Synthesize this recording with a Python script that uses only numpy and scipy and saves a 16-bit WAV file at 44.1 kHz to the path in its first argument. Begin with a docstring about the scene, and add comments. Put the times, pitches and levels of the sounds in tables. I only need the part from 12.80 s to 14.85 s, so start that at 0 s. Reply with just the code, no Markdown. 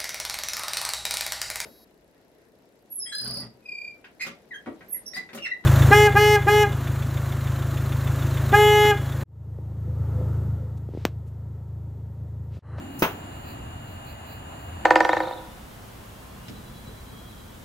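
"""A knock in a barn stall

One sharp knock near a stereo microphone, probably a hoof on boards: a light touch, then the blow,
which sets wood and thin metal ringing. Near walls throw it back and the barn dies away quickly.
Under it lie an uneven low hum, air noise, a faint whine, a few soft rustles and one small, late tap."""
import sys
import numpy as np
from scipy import signal
from scipy.fft import rfft, irfft, next_fast_len
from scipy.io import wavfile
from scipy.ndimage import map_coordinates

SR = 44100
rng = np.random.default_rng(int(sys.argv[2]) if len(sys.argv) > 2 else 0)


def inscribe(sig):
    """Save sig as 16-bit PCM at rate SR to the path in sys.argv[1].

    A 1-D sig is mono; a 2-D sig holds one channel per row.
    Samples are clipped to [-1, 1] before scaling.
    """
    pcm = np.round(np.clip(np.atleast_2d(sig).T, -1, 1) * 32767)
    wavfile.write(sys.argv[1], SR, pcm.astype(np.int16))


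N = 90404


def amp(db):
    return 10 ** (np.asarray(db) / 20)


def unit(x):
    return x / np.sqrt(np.mean(x ** 2) + 1e-20)


def along(points, hz):
    """Reads (Hz, value) points on a log axis."""
    freqs, values = np.transpose(points)
    return np.interp(np.log(hz + 1), np.log(freqs + 1), values)


def since(start):
    """Seconds since start, zero before it."""
    return np.maximum(np.arange(N) / SR - start, 0)


def curve(rows):
    """Joins (s, value) points, one value per sample."""
    return np.interp(since(0), *np.transpose(rows))


def wobble(rate):
    """A smooth random curve, rate knots a second."""
    return map_coordinates(rng.standard_normal(int(N * rate / SR) + 4), [since(0) * rate])


def filtered(x, response):
    """x through a complex frequency response."""
    size = next_fast_len(N + SR // 2)
    return irfft(rfft(x, size) * response(np.fft.rfftfreq(size, 1 / SR)), size)[..., :N]


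def placed(x, lag_ms):
    """Stereo, reaching the right microphone lag_ms after the left."""
    return filtered(x, lambda hz: np.exp(1j * np.pi * hz * lag_ms / 1000 * np.array([[1], [-1]])))


def pan(db):
    """Two gains, the left db above the right."""
    return amp(np.array([[.5], [-.5]]) * db)


def noise(spectrum, likeness):
    """Coloured stereo noise of rms 1, with the given left-right likeness."""
    def response(hz):
        width = np.arccos(np.clip(along(likeness, hz), -1, 1)) / 2
        return amp(along(spectrum, hz)) * [np.cos(width), np.sin(width)]
    mid, side = filtered(rng.standard_normal((2, N)), response)
    return unit(np.array([mid + side, mid - side]))


def tone(hz, wander_hz, rate):
    """A sine of rms 1 whose pitch wanders."""
    return unit(np.sin(2 * np.pi * np.cumsum(hz + wander_hz * wobble(rate)) / SR))


def ring(modes, start, rise_s, spread, rough):
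    """Damped modes whose phase differs between sides (spread) and wavers (rough), in radians."""
    t = since(start)
    out = 0
    for hz, db, t60 in modes:
        phase = rng.uniform(0, 2 * np.pi) + spread * rng.standard_normal((2, 1)) + rough * wobble(127.7)
        out += amp(db - 60 * t / t60) * np.sin(2 * np.pi * hz * t + phase)
    return (1 - np.exp(-t / rise_s)) * out


# Room tone across the microphone pair. Each row: frequency in Hz, left-right likeness from 0 to 1.
ROOM_LIKENESS = [(60, 1), (250, 0.97), (700, 0.26), (2000, 0.31), (6000, 0.083), (12000, 0.041)]
# The hum's rumble, tones and upper drone. Each row: frequency in Hz, relative level in dB.
RUMBLE_SPECTRUM = [(13, -62), (22, -33), (32, -52), (40, -13), (51, -11.5), (81, -5.5), (134, -6.5),
                   (165, -11.5), (240, -19), (340, -27.5), (600, -70)]
HUM_TONES = [(72, -7), (92, -5.5)]
DRONE_SPECTRUM = [(150, -19), (225, 2.5), (280, 4), (340, -1), (430, -20), (700, -85)]
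# How the low part and the drone swell and sink. Each row: time in seconds, level in dB.
LOW_LEVEL = [(0, -42), (.45, -44.5), (.55, -41.5), (.92, -39), (1.05, -42.5), (1.25, -40), (1.45, -46.5),
             (1.57, -39.5), (1.74, -47), (1.9, -38.5), (2.05, -43.5)]
DRONE_LEVEL = [(0, -41.5), (.4, -47), (.6, -46.5), (.9, -49), (1.1, -51.5), (1.7, -52), (1.95, -53.5),
               (2.05, -42)]

def hum():
    """The barn's uneven hum: rumble and two wavering tones under a higher drone."""
    rumble = amp(-1.5) * noise(RUMBLE_SPECTRUM, ROOM_LIKENESS)
    tones = sum(amp(db) * tone(hz, wander_hz=10, rate=30) for hz, db in HUM_TONES)
    drone = amp(curve(DRONE_LEVEL)) * noise(DRONE_SPECTRUM, ROOM_LIKENESS)
    return placed(amp(curve(LOW_LEVEL)) * (rumble + tones) + drone, lag_ms=.31)


# The air in the stall. Each row: frequency in Hz, relative level in dB.
AIR_SPECTRUM = [(100, -3), (260, -2.5), (480, -3.5), (720, 2), (1200, -4), (1700, -6.5), (2250, -13.5),
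                (2750, -10), (3200, -16.5), (3700, -18.5), (4500, -19.5), (5200, -30.5), (5600, -37),
                (6050, -37.5), (6400, -26.5), (6750, -16), (7250, -10.5), (7850, -31), (9400, -21),
                (11000, -24), (15700, -28)]
# Its slow drift. Each row: time in seconds, level in dB.
AIR_LEVEL = [(0, -44), (.5, -43), (1, -43.5), (1.4, -43), (1.7, -43), (2.05, -42)]
# Its lean to one side. Each row: frequency in Hz, left over right in dB.
AIR_BALANCE = [(2000, 0.5), (7000, -1.5), (8600, -3.5), (12500, -3.5), (15000, 7)]

def air():
    """Nearly steady air noise all round the microphone, with a thin whine in it."""
    hiss = filtered(noise(AIR_SPECTRUM, ROOM_LIKENESS), lambda hz: pan(along(AIR_BALANCE, hz)))
    level_db = curve(AIR_LEVEL) + .6 * wobble(8.2)
    whine = amp(-54.5) * tone(2891, wander_hz=35.6, rate=150)
    return placed(amp(level_db) * hiss + whine, lag_ms=.4707)


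# Rustles. Each row: centre and length in seconds, hiss and scrape in dB, hiss left over right in dB.
RUSTLES = [(0.185, 0.1, -49.5, -58.5, 5), (0.573, 0.073, -58, -64, 8), (0.695, 0.069, -48.5, -52, -7),
           (1.107, .09, -54, -61, 3), (1.299, 0.059, -50, -53, -8), (1.524, 0.084, -49.5, -53.5, -7),
           (1.84, 0.11, -56, -64, 6)]
# Their two colours. Each row: frequency in Hz, relative level in dB.
HISS_SPECTRUM = [(5000, -25), (8500, -24), (11000, -3), (12600, 5), (14700, 3), (15900, 7.5)]
SCRAPE_SPECTRUM = [(800, -22), (2000, -2), (2600, 17), (3400, -29), (4000, 12), (4700, 7.5), (5500, -26),
                   (9000, -30)]

def rustles():
    """Soft swells of hiss and lower scrape on either side of the microphone."""
    hiss = noise(HISS_SPECTRUM, likeness=[(1000, .1)])
    scrape = noise(SCRAPE_SPECTRUM, likeness=[(1000, .41)])
    out = 0
    for centre, length, hiss_db, scrape_db, side_db in RUSTLES:
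        swell = np.exp(-2 * ((since(0) - centre) / length) ** 2)
        out += swell * (pan(side_db) * amp(hiss_db) * hiss + pan(side_db / 2) * amp(scrape_db) * scrape)
    return out


# The scuff on the boards. Each row: frequency in Hz, relative level in dB.
SCUFF_SPECTRUM = [(400, -20), (3000, -21), (5500, -5), (6300, 3.5), (7000, -9), (8500, -12), (10000, 1),
                  (11000, 4), (12000, -6), (15500, 3.5)]
# Scuff and echoes across the pair. Each row: frequency in Hz, left-right likeness from 0 to 1.
KNOCK_LIKENESS = [(150, .95), (500, 1), (1500, 0.39), (5000, 0.1), (12000, 0.045)]

def touch(start, rise_s=.007, t60=.16):
    """The first light contact: a scuff and a small thud."""
    t = since(start)
    envelope = (1 - np.exp(-t / rise_s)) * amp(-28 - 60 * t / t60)
    scuff = envelope * noise(SCUFF_SPECTRUM, KNOCK_LIKENESS)
    thud = ring([(144, -24, .038)], start, rise_s=.0023, spread=.1, rough=.2)
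    return scuff + thud


# Paths to the microphone: direct, then off walls, 2 to 7 metres longer.
# Each row: delay in seconds, gain in dB, lag of the right side in ms.
BLOW_PATHS = [(0, 0, .17), (.0062, -4, .15), (.0088, -14, -.1), (.0212, -13, .1)]
# The crack of the impact. Each row: frequency in Hz, relative level in dB.
CRACK_SPECTRUM = [(300, -1), (700, 4), (1300, 15), (2200, -14), (4300, -4), (6000, -16), (8000, -17.5),
                  (15000, -12)]

def blow(start, push_hz=350, crack_t60=.015):
    """One low shove and a short crack, heard directly and off the nearest walls."""
    out = 0
    for delay, db, lag_ms in BLOW_PATHS:
        arrival = start + delay
        u = np.pi * push_hz * (since(0) - arrival - .001)  # the shove peaks 1 ms in
        push = amp(-9) * (1 - 2 * u ** 2) * np.exp(-u ** 2)
        t = since(arrival)
        envelope = amp(-10.5 - 60 * t / crack_t60) * (1 - np.exp(-t / .0001))
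        crack = envelope * noise(CRACK_SPECTRUM, likeness=[(1000, 1), (12000, .82)])
        out += amp(db) * placed(push + crack, lag_ms)
    return out


# The stall's boards. One entry per mode: frequency in Hz, level in dB, seconds to fall 60 dB.
BOARD_HZ = [163, 243, 279, 394, 483, 536, 664, 745, 894, 939, 992, 1075, 1149, 1340, 1481, 1667, 2310, 2570]
BOARD_DB = [-28, -26, -29, -27, -27, -31, -28.5, -44, -26.5, -29.5, -23, -24, -27, -27, -24.5, -31, -31,
            -27.5]
BOARD_T60 = [.2, .12, .15, .24, .27, .25, .27, .7, .25, .2, .18, .19, .21, .17, .18, .19, .14, .16]

def boards(start):
    """The struck boards ring, just left of centre."""
    return pan(1.2) * ring(zip(BOARD_HZ, BOARD_DB, BOARD_T60), start, rise_s=.003, spread=.3, rough=.2)


# Metal to the left of the microphone. One entry per mode: frequency in Hz, level in dB.
METAL_HZ = [6285, 6650, 10100, 11020, 12680, 13690, 15130, 15680]
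METAL_DB = [-39, -48, -48, -45, -41, -35, -37.5, -32.5]

def metal(start, t60=.19):
    """Metal shaken by the blow gives a thin, unsteady ring."""
    modes = [(hz, db, t60) for hz, db in zip(METAL_HZ, METAL_DB)]
    return pan(5) * ring(modes, start, rise_s=.001, spread=.9, rough=.7)


# The barn beyond the stall. Each row: frequency in Hz, relative echo level in dB.
ECHO_SPECTRUM = [(59, -40), (100, -15), (170, -9), (282, -10.5), (500, -16), (814, -4), (1070, -4.5),
                 (2160, -6), (2610, -6), (4720, -21), (6490, -19.5), (7370, -30.5), (15800, -22.5)]
# Its decay. Each row: frequency in Hz, seconds to fall 60 dB.
BARN_T60 = [(150, 0.6), (500, 0.58), (1000, 0.26), (3000, 0.2), (8000, .2), (15000, 0.34)]
# Its lean to one side. Each row: frequency in Hz, left over right in dB.
ECHO_BALANCE = [(200, 0), (600, -.5), (1200, 8.5), (3000, -6.5), (8000, .5), (14000, -7)]

def barn(start, rise_s=.0035, tail_t60=.55):
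    """Dense echoes of the blow, each band dying at its own speed, and a faint tail."""
    t = since(start)
    band_hz, frame_s, bands = signal.stft(noise(ECHO_SPECTRUM, KNOCK_LIKENESS), SR, nperseg=256)
    fade = amp(-60 * np.maximum(frame_s - start, 0) / along(BARN_T60, band_hz)[:, None])
    early = amp(-18.5) * signal.istft(bands * fade, SR, nperseg=256)[1][:, :N]
    tail = amp(-38 - 60 * t / tail_t60) * noise(ECHO_SPECTRUM, KNOCK_LIKENESS)
    echoes = (early + tail) * (1 - np.exp(-t / rise_s))
    return filtered(echoes, lambda hz: pan(along(ECHO_BALANCE, hz)))


def tap(start, hz=800, db=-28.5, t60=.02):
    """A small dull tap on wood."""
    return ring([(hz, db, t60)], start, rise_s=.0015, spread=.23, rough=.32)


def scene():
    """The stall from one spot: room tone, the knock a little to the left, then the tap."""
    knock_s = .2222
    ringing = boards(knock_s) + metal(knock_s) + barn(knock_s)
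    knock = placed(touch(start=.188) + ringing, lag_ms=.131) + blow(knock_s)
    return hum() + air() + rustles() + knock + tap(start=1.726)


def record(dry):
    """The recorder keeps nothing above its band limit."""
    return filtered(dry, lambda hz: hz < 15900)


dry = scene()
out = record(dry)
inscribe(out)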